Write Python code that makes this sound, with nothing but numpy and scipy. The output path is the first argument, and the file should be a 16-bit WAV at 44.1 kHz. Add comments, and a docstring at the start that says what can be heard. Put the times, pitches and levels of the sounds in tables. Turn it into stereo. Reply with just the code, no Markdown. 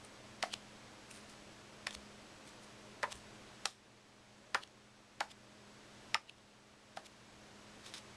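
"""Playing cards snap and slap down one by one onto piles on a wooden table, close by in a small quiet room.
Each card's edge ticks and makes the card flex; its face squeezes out air with a hollow pop. Most cards then
skid, as swelling friction noise that ends in a flick; others slide, and fingers brush the deck in short strokes.
Soft thuds of the hand and a humming fan, made of noise and wavering tones, lie behind.
The camera's gain control turns everything down after loud snaps."""
import sys
import numpy as np
from scipy import signal
from scipy.fft import rfft, irfft, next_fast_len
from scipy.io import wavfile
from scipy.ndimage import uniform_filter1d, map_coordinates

SR = 44100
rng = np.random.default_rng(int(sys.argv[2]) if len(sys.argv) > 2 else 0)


def materialize(psi):
    """Save the field psi as 16-bit PCM at rate SR to the path in sys.argv[1].

    A 1-D psi becomes a single channel; in a 2-D psi each row is a channel.
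    """
    bounded = np.clip(np.atleast_2d(psi).T, -1, 1)
    quanta = np.round(bounded * 32767).astype(np.int16)
    wavfile.write(sys.argv[1], SR, quanta)


N = 359856

# One row per dealt card, edge first and then face:
# (edge lands [s], snap level [dB], card flex [Hz], higher flex modes [dB], tick against flex [dB],
#  face lands after the edge [s], slap level [dB], low pop [Hz], time for a pop to fall 60 dB [s],
#  high pop [Hz], high pop against low pop [dB], puff of air against pop [dB])
DEALS = [(0.4275, -18, 2020, -2.5, -2.5,     .008, -22.5, 690, .018, 880, -11, -6),
         (1.8693, -20, 1850, 2.5, -10,    .002, -37.5, 890, 0.023, 1420, -9, -2),
         (3.0312, -19, 1770, -10, -9,   .001, -29, 550, 0.051, 1047, 2.5, -5),
         (3.6564, -23.5, 2000, -0.5, 9.5,     .002, -34, 826, 0.031, 1290, 0, -8),
         (4.5465, -10.5, 1760, -1, -7,  0.0039, -16.5, 1020, 0.024, 1683, -1, -6),
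         (5.206, -16, 1630, 3.5, -3.5,     .0025, -19, 815, .03, 1370, -6.5, -10),
         (6.1449, -12.5, 1890, 6.5, -10,  0.0022, -29.5, 947, 0.051, 1310, 4, -15),
         (6.972, -28, 1620, -1, -2,     0.00083, -25.5, 830, 0.021, 1290, -11, -18)]
# Colour of paper noise: (frequency [Hz], relative level [dB])
PAPER_COLOUR = [(200, -10), (1200, -4), (2100, -0.5), (2800, 0), (5000, -1), (7000, -3.5), (9000, -5),
                (12000, -13.5), (15000, -45)]
# How alike card noise is in both ears: (frequency [Hz], likeness [1 = the same])
CARD_ALIKE = [(500, 0.98), (1500, 0.91), (4000, 0.71), (10000, 0.3)]


def snaps(size=8192, chatter_db=-12, chatter_t60=0.013, wood_db=-34, contact_hz=7000):
    """An edge ticks on the pile, the card flexes and chatters, and the table rings faintly."""
    # Colour of the sharp tick: (frequency [Hz], relative level [dB])
    tick_colour = [(200, -15), (700, -1.5), (1200, 4.5), (2100, -3.5), (3600, 7), (5200, 7), (7200, -4),
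                   (9200, -3), (12000, -26.5), (16000, -32)]
    # A card's bending modes: (multiple of the flex frequency [times], level [dB], time to fall 60 dB [s])
    flex_modes = [(1, -1.5, 0.0074), (1.42, -2.5, 0.0034), (2.8, -8.5, 0.0055)]
    track, t = np.zeros((2, N)), np.arange(size) / SR
    tick = pulse(tick_colour, size)
    for s, db, hz, upper_db, tick_db in edge_contacts():
        flex = np.zeros(size)
        for i, (multiple, mode_db, t60) in enumerate(flex_modes):
            mode_hz = multiple * hz
            sign = (-1) ** i  # neighbouring modes push the air in opposite directions
            extra_db = upper_db if i > 0 else 0
            reach = 1 / (1 + (mode_hz / contact_hz) ** 4)  # the contact is too slow for the highest modes
            flex += sign * amp(mode_db + extra_db) * reach * ring(t, mode_hz, t60)
        chatter = amp(chatter_db - 60 * t / chatter_t60) * noise(PAPER_COLOUR, CARD_ALIKE, size)
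        contact = 0.68 * flex + amp(tick_db) * (tick + chatter) + amp(wood_db) * table_ring(t)
        add(track, s, in_room(-amp(db) * contact, wet_db=-9))
    return track


def edge_contacts():
    """Every dealt edge grazes, strikes and rebounds; corners catch only once.

    Rows of (time [s], level [dB], flex [Hz], higher modes [dB], tick against flex [dB])."""
    # A card's corner catching lightly on another: (time [s], level [dB])
    catches = [(1.8712, -28.5), (1.9081, -35.5), (1.9115, -44), (1.928, -39), (3.1213, -33), (4.383, -53),
               (4.6755, -43.5), (6.383, -45.5), (7.8639, -37.5), (7.939, -33)]
    catch_hz, catch_tick_db = 3560, 2.5  # a corner's flex; its tick against the flex
    graze_before_s, graze_db = .003, -38.5  # equally light every time
    rebound_after_s, rebound_db = .0022, -9  # the level is against the main blow
    rebound_stiffer = 1.37  # times the flex frequency
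    rows = []
    for s, db, hz, upper_db, tick_db, *_ in DEALS:
        rows.append((s - graze_before_s, graze_db, hz, 0, 0))
        rows.append((s, db, hz, upper_db, tick_db))
        rows.append((s + rebound_after_s, db + rebound_db, hz * rebound_stiffer, upper_db, tick_db))
    return rows + [(s, db, catch_hz, 0, catch_tick_db) for s, db in catches]


def slaps(size=8192, attack=0.00059, wood_db=-25, flutter=.13):
    """The face lands on a cushion of air: a hollow, fluttering pop that also shakes the table."""
    # Colour of the escaping air: (frequency [Hz], relative level [dB])
    puff_colour = [(150, -24), (400, -4), (750, -1), (1800, -1.5), (3000, -13), (9000, -32), (14000, -39)]
    track, t = np.zeros((2, N)), np.arange(size) / SR
    for s, db, hz, t60, puff_db in air_pops():
        # the pitch wavers as the gap closes
        waver = 1 + flutter * unit(uniform_filter1d(rng.standard_normal(size), size=60))
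        hollow = np.sin(2 * np.pi * np.cumsum(hz * waver) / SR)
        puff = amp(puff_db) * noise(puff_colour, CARD_ALIKE, size)
        air = (hollow + puff) * amp(-60 * t / t60)
        pop = (air + amp(wood_db) * table_ring(t)) * (1 - np.exp(-t / attack))
        add(track, s, in_room(-amp(db) * pop, wet_db=-9))
    return track


def air_pops():
    """The face follows the edge and squeezes the air out in two pops.

    Rows of (time [s], level [dB], pitch [Hz], time to fall 60 dB [s], puff against pop [dB])."""
    high_pop_after_s = .004
    rows = []
    for s, *_, after, db, low_hz, t60, high_hz, high_db, puff_db in DEALS:
        rows.append((s + after, db, low_hz, t60, puff_db))
        rows.append((s + after + high_pop_after_s, db + high_db, high_hz, t60, puff_db))
    return rows


def table_ring(t, scatter_db=2):
    """The table's modes, at new strengths for every blow."""
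    # The wooden table: (frequency [Hz], typical level [dB], time to fall 60 dB [s])
    wood_modes = [(563.5, -10, 0.22), (690, -16, 0.09), (805, -28, 0.085), (1123, 0.5, 0.15),
                  (1615, -7, .08), (1781, 4, 0.073), (2580, -16, 0.065)]
    return sum(amp(db + rng.normal(0, scatter_db)) * ring(t, hz, t60) for hz, db, t60 in wood_modes)


def strokes(rows, spectrum, grain_db, width_hz, overtone=1.403, overtone_share=0.89, size=16384):
    """Friction swells and stops; fibres catch in tiny grains that stir two of the card's bending modes."""
    track, t = np.zeros((2, N)), np.arange(size) / SR

    def band(offset):
        return 1 / (1 + (offset / width_hz) ** 2)

    for s, db, rise, fall, hz, lift_db in rows:
        def bending(f):
            return amp(lift_db * (band(f - hz) + overtone_share * band(f - overtone * hz)))

        start = max(s - 5 * rise, 0)
        since_peak = start + t - s
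        swell = np.exp(-np.maximum(-since_peak / rise, since_peak / fall))
        grains = amp(grain_db * unit(uniform_filter1d(rng.standard_normal(size), size=24)))
        rub = swell * filtered(noise(spectrum, CARD_ALIKE, size) * grains, bending)
        rub *= np.sqrt(np.mean(swell ** 2) / np.mean(rub ** 2))  # the grains share out the stroke's energy
        add(track, start, in_room(amp(db) * rub, wet_db=-15.5))
    return track


def card_strokes():
    """Skids that swell and end in a flick, and slides of a card pushed across its pile.

    Rows of (peak time [s], level [dB], rise [s], fall [s], brightest band [Hz], its lift [dB])."""
    # The laid card skids ever harder until it slips free:
    # (flick time [s], skid level [dB], flick level [dB], brightest band [Hz], its lift [dB])
    skid_rows = [(.5392, -43, -29.5, 3170, 12.5), (1.9506, -49.5, -37.5, 4500, 5),
                 (3.1275, -44.5, -37.5, 3650, 4), (4.6367, -45, -36.5, 3040, 13.5),
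                 (5.321, -45.5, -54, 3500, 8.5), (6.2965, -51, -35.5, 2860, 21.5),
                 (7.068, -48.5, -46.5, 3800, 3)]
    # A card pushed across its pile, gliding to rest: (peak time [s], level [dB], rise [s], fall [s])
    slide_rows = [(3.675, -46.5, 0.0086, 0.044), (6.964, -54.5, 0.0018, 0.036), (7.863, -52, .014, .04),
                  (7.941, -46.5, .002, 0.026), (7.982, -49.5, 0.023, 0.0062)]
    skid_lead_s, skid_rise_s, skid_fall_s = .004, .011, 0.0026  # the skid peaks just ahead of the flick
    flick_rise_s, flick_fall_s = .002, 0.0013
    slide_hz, slide_lift_db = 3750, 7
    rows = []
    for s, skid_db, flick_db, hz, lift_db in skid_rows:
        rows.append((s - skid_lead_s, skid_db, skid_rise_s, skid_fall_s, hz, lift_db))
        rows.append((s, flick_db, flick_rise_s, flick_fall_s, hz, lift_db))
    return rows + [(*slide, slide_hz, slide_lift_db) for slide in slide_rows]


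def finger_strokes():
    """Fingertips brush the deck; each brush swells quickly and fades more slowly.

    Rows of (peak time [s], level [dB], rise [s], fall [s], brightest band [Hz], its lift [dB])."""
    # One row per brush: (peak time [s], level [dB], rise and fall together [s], lift of brightest band [dB])
    brush_rows = [(0.047, -55.5, .018, 15), (1.112, -50, 0.017, 10), (1.149, -56.5, 0.077, 9),
                  (1.301, -59.5, 0.063, 1), (2.479, -57, .04, 0), (2.636, -58, 0.02, 7),
                  (3.156, -58.5, 0.05, 10)]
    brush_hz, rise_share = 9000, .35  # brightest band; part of the length spent swelling
    return [(s, db, rise_share * length, (1 - rise_share) * length, brush_hz, lift_db)
            for s, db, length, lift_db in brush_rows]


def thuds(hz=66, t60=0.21, attack=0.012):
    """The table top gives dully under the soft weight of the hand."""
    # The hand settling on the table: (time [s], level [dB])
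    hand_rows = [(1.955, -50), (3.135, -49), (5.25, -54)]
    track, t = np.zeros((2, N)), np.arange(SR // 2) / SR
    for s, db in hand_rows:
        add(track, s, amp(db) * ring(t, hz, t60) * (1 - np.exp(-t / attack)))
    return track


def fan(air_db=-55.5, hum_db=1.5, waver_db=1.5):
    """Soft, steady rushing air with unsteady hum tones and a thin whine."""
    # Colour of the rushing air: (frequency [Hz], relative level [dB])
    air_colour = [(20, -12.5), (45, -10), (70, -9), (125, -5), (170, -10.5), (250, -7), (450, -8),
                  (640, -8.5), (800, -10), (1100, -10.5), (3000, -14.5), (5850, -18.5), (9950, -28),
                  (12400, -39.5), (14000, -73)]
    # How alike the air is in both ears: (frequency [Hz], likeness [1 = the same])
    air_alike = [(60, 0.28), (130, 0.49), (290, 0.5), (640, 0.26), (1410, 0.16), (3100, 0.088),
                 (6820, 0.075), (15000, 0.087)]
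    # Fan tones: (frequency [Hz], level before hum_db [dB], scale of the pitch wander [Hz])
    hum_tones = [(120, -69.5, 1.25), (207.9, -65, 1.44), (306, -78.5, 4.2), (323.4, -74.5, 5.48),
                 (402, -76, 5.46), (539, -75.5, 13.86), (622, -73.5, 5.9), (6600, -83.5, 2),
                 (7820, -81.5, 1.94), (7920, -81, 2)]
    hum = np.zeros(N)
    for hz, tone_db, wander in hum_tones:
        strength = amp(tone_db + waver_db * wobble(6))
        pitch = hz + wander * wobble(14)
        hum += strength * np.sin(2 * np.pi * np.cumsum(pitch) / SR)
    return amp(air_db) * noise(air_colour, air_alike, N) + amp(hum_db) * hum


def in_room(sound, wet_db, gap=.006):
    """A sound and, after a short gap, the walls' answer, which differs from spot to spot."""
    # The room's fading: (frequency [Hz], time to fall 60 dB [s])
    room_fade = [(200, 0.35), (1000, 0.16), (4000, 0.17), (10000, 0.27)]
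    flat_noise = noise([(100, 0), (16000, 0)], CARD_ALIKE, SR // 4)
    hz, t, z = signal.stft(flat_noise, SR, nperseg=256)
    fade = amp(-60 * t / along(room_fade, hz)[:, None])  # each pitch dies at its own pace
    tail = signal.istft(z * fade, SR, nperseg=256)[1]
    tail = np.pad(tail / np.linalg.norm(tail[0]), ((0, 0), (round(abs(gap) * SR), 0)))
    answer = signal.fftconvolve(np.atleast_2d(sound), tail, axes=1)[:, :sound.shape[-1]]
    return sound + amp(wet_db) * answer


def amp(db):
    """Decibels to gain."""
    return 10 ** (np.asarray(db) / 20)


def unit(x):
    """Scale to rms 1."""
    return x / np.sqrt(np.mean(x ** 2) + 1e-20)


def along(points, hz):
    """Read (frequency, value) points between their entries on a log frequency axis."""
    f, v = np.transpose(points)
    return np.interp(np.log(hz + 1), np.log(f + 1), v)


def wobble(rate):
    """A smooth random curve through rate random values a second."""
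    knots = rng.standard_normal(int(N * rate / SR) + 4)
    return map_coordinates(knots, [np.arange(N) * rate / SR])


def filtered(x, response):
    """Make each frequency of x stronger or weaker by the given response."""
    n = x.shape[-1]
    m = next_fast_len(n + 4096)
    return irfft(rfft(x, m) * response(np.fft.rfftfreq(m, 1 / SR)), m)[..., :n]


def pulse(spectrum, size):
    """A click of peak 1 with this spectrum that starts at once, with nothing before its onset."""
    gain = amp(along(spectrum, np.fft.rfftfreq(size, 1 / SR)))
    cepstrum = irfft(np.log(gain), size)
    # keeping only the doubled first half puts the energy as early as possible
    shape = irfft(np.exp(rfft(2 * cepstrum[:size // 2], size)), size)
    return shape / np.abs(shape).max()


def noise(spectrum, alike, size):
    """Coloured stereo noise of rms 1, partly shared by both ears."""
    def colour(hz):
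        turn = np.arccos(np.clip(along(alike, hz), -1, 1)) / 2
        return amp(along(spectrum, hz)) * [np.cos(turn), np.sin(turn)]

    mid, side = filtered(rng.standard_normal((2, size)), colour)
    return unit(np.array([mid + side, mid - side]))


def ring(t, hz, t60):
    """One dying tone, which falls 60 dB in t60 seconds."""
    return np.sin(2 * np.pi * hz * t) * amp(-60 * t / t60)


def add(track, s, sound):
    """Mix a sound into the track at time s."""
    start = max(round(s * SR), 0)
    track[:, start:start + sound.shape[-1]] += sound[..., :N - start]


def panned(x, lean):
    """Shift each frequency towards the left or right ear."""
    return filtered(x, lambda hz: amp(along(lean, hz) * np.array([[.5], [-.5]])))


def gain_control(x, size=128):
    """A loud peak at the output turns the gain down, at first too far; it is held there, then creeps back."""
    trigger_db, cut_ratio, max_cut_db = -18.5, 2, 6  # cut_ratio: dB of cut per dB over the trigger
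    attack_s, hold_s, recover_db_per_s = 0.029, 0.53, 5.5
    overshoot, settle_s = 0.8, 0.078  # share by which a fresh cut goes too deep; its settling time
    step = size / SR  # seconds per block
    blocks = np.abs(x.mean(axis=0))[:N // size * size].reshape(-1, size)
    peaks_db = 20 * np.log10(blocks.max(axis=1) + 1e-9)

    def lagging(v, lag_s):
        keep = np.exp(-step / lag_s)
        return signal.lfilter([1 - keep], [1, -keep], v)

    cut_db, last_peak, cuts = 0, 0, []
    for i, peak_db in enumerate(peaks_db):
        over_db = peak_db - cut_db - trigger_db
        if over_db > 0:
            cut_db = min(cut_db + cut_ratio * over_db, max_cut_db)
            last_peak = i
        elif (i - last_peak) * step > hold_s:
            cut_db = max(cut_db - recover_db_per_s * step, 0)
        cuts.append(cut_db)
    eased = lagging(cuts, attack_s)
    eased = eased + overshoot * np.maximum(eased - lagging(eased, settle_s), 0)
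    # the cut acts one block late
    return x * amp(-np.interp(np.arange(N) / size - 1, np.arange(len(eased)), eased))


def scene():
    """Cards and room, all a little to the left."""
    # Colour of skin rubbing the deck: (frequency [Hz], relative level [dB])
    skin_colour = [(500, -23), (2500, -1), (4000, -2), (7000, -3.5), (9800, -6.5), (12000, -18),
                   (15000, -37)]
    # How well a small card sends out sound: (frequency [Hz], gain [dB])
    card_radiation = [(40, -21), (150, -0.5), (400, -5), (600, 1), (10000, -0.5), (12500, -4.5),
                      (15000, -15)]
    # Sideways lean of the cards: (frequency [Hz], left minus right [dB])
    card_lean = [(500, 2.5), (2000, 2.5), (5000, 4), (8500, 10), (12000, 4.5)]
    # Sideways lean of the thuds and fan: (frequency [Hz], left minus right [dB])
    background_lean = [(60, 5), (110, 2), (200, 3.5), (380, 2.5), (700, 2.5), (1290, 2.5), (2380, 2),
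                       (4400, 2), (8120, 2.5), (15000, 2)]
    skids_and_slides = strokes(card_strokes(), PAPER_COLOUR, grain_db=3.5, width_hz=310)
    brushes = strokes(finger_strokes(), skin_colour, grain_db=5.5, width_hz=450)
    cards = snaps() + slaps() + skids_and_slides + brushes
    cards = filtered(cards, lambda hz: amp(along(card_radiation, hz)))
    return panned(cards, card_lean) + panned(thuds() + fan(), background_lean)


def record(dry):
    """The camera ducks after loud peaks and keeps nothing above its band limit."""
    top_hz = 16300
    return filtered(gain_control(dry), lambda hz: hz < top_hz)


dry = scene()
out = record(dry)
materialize(out)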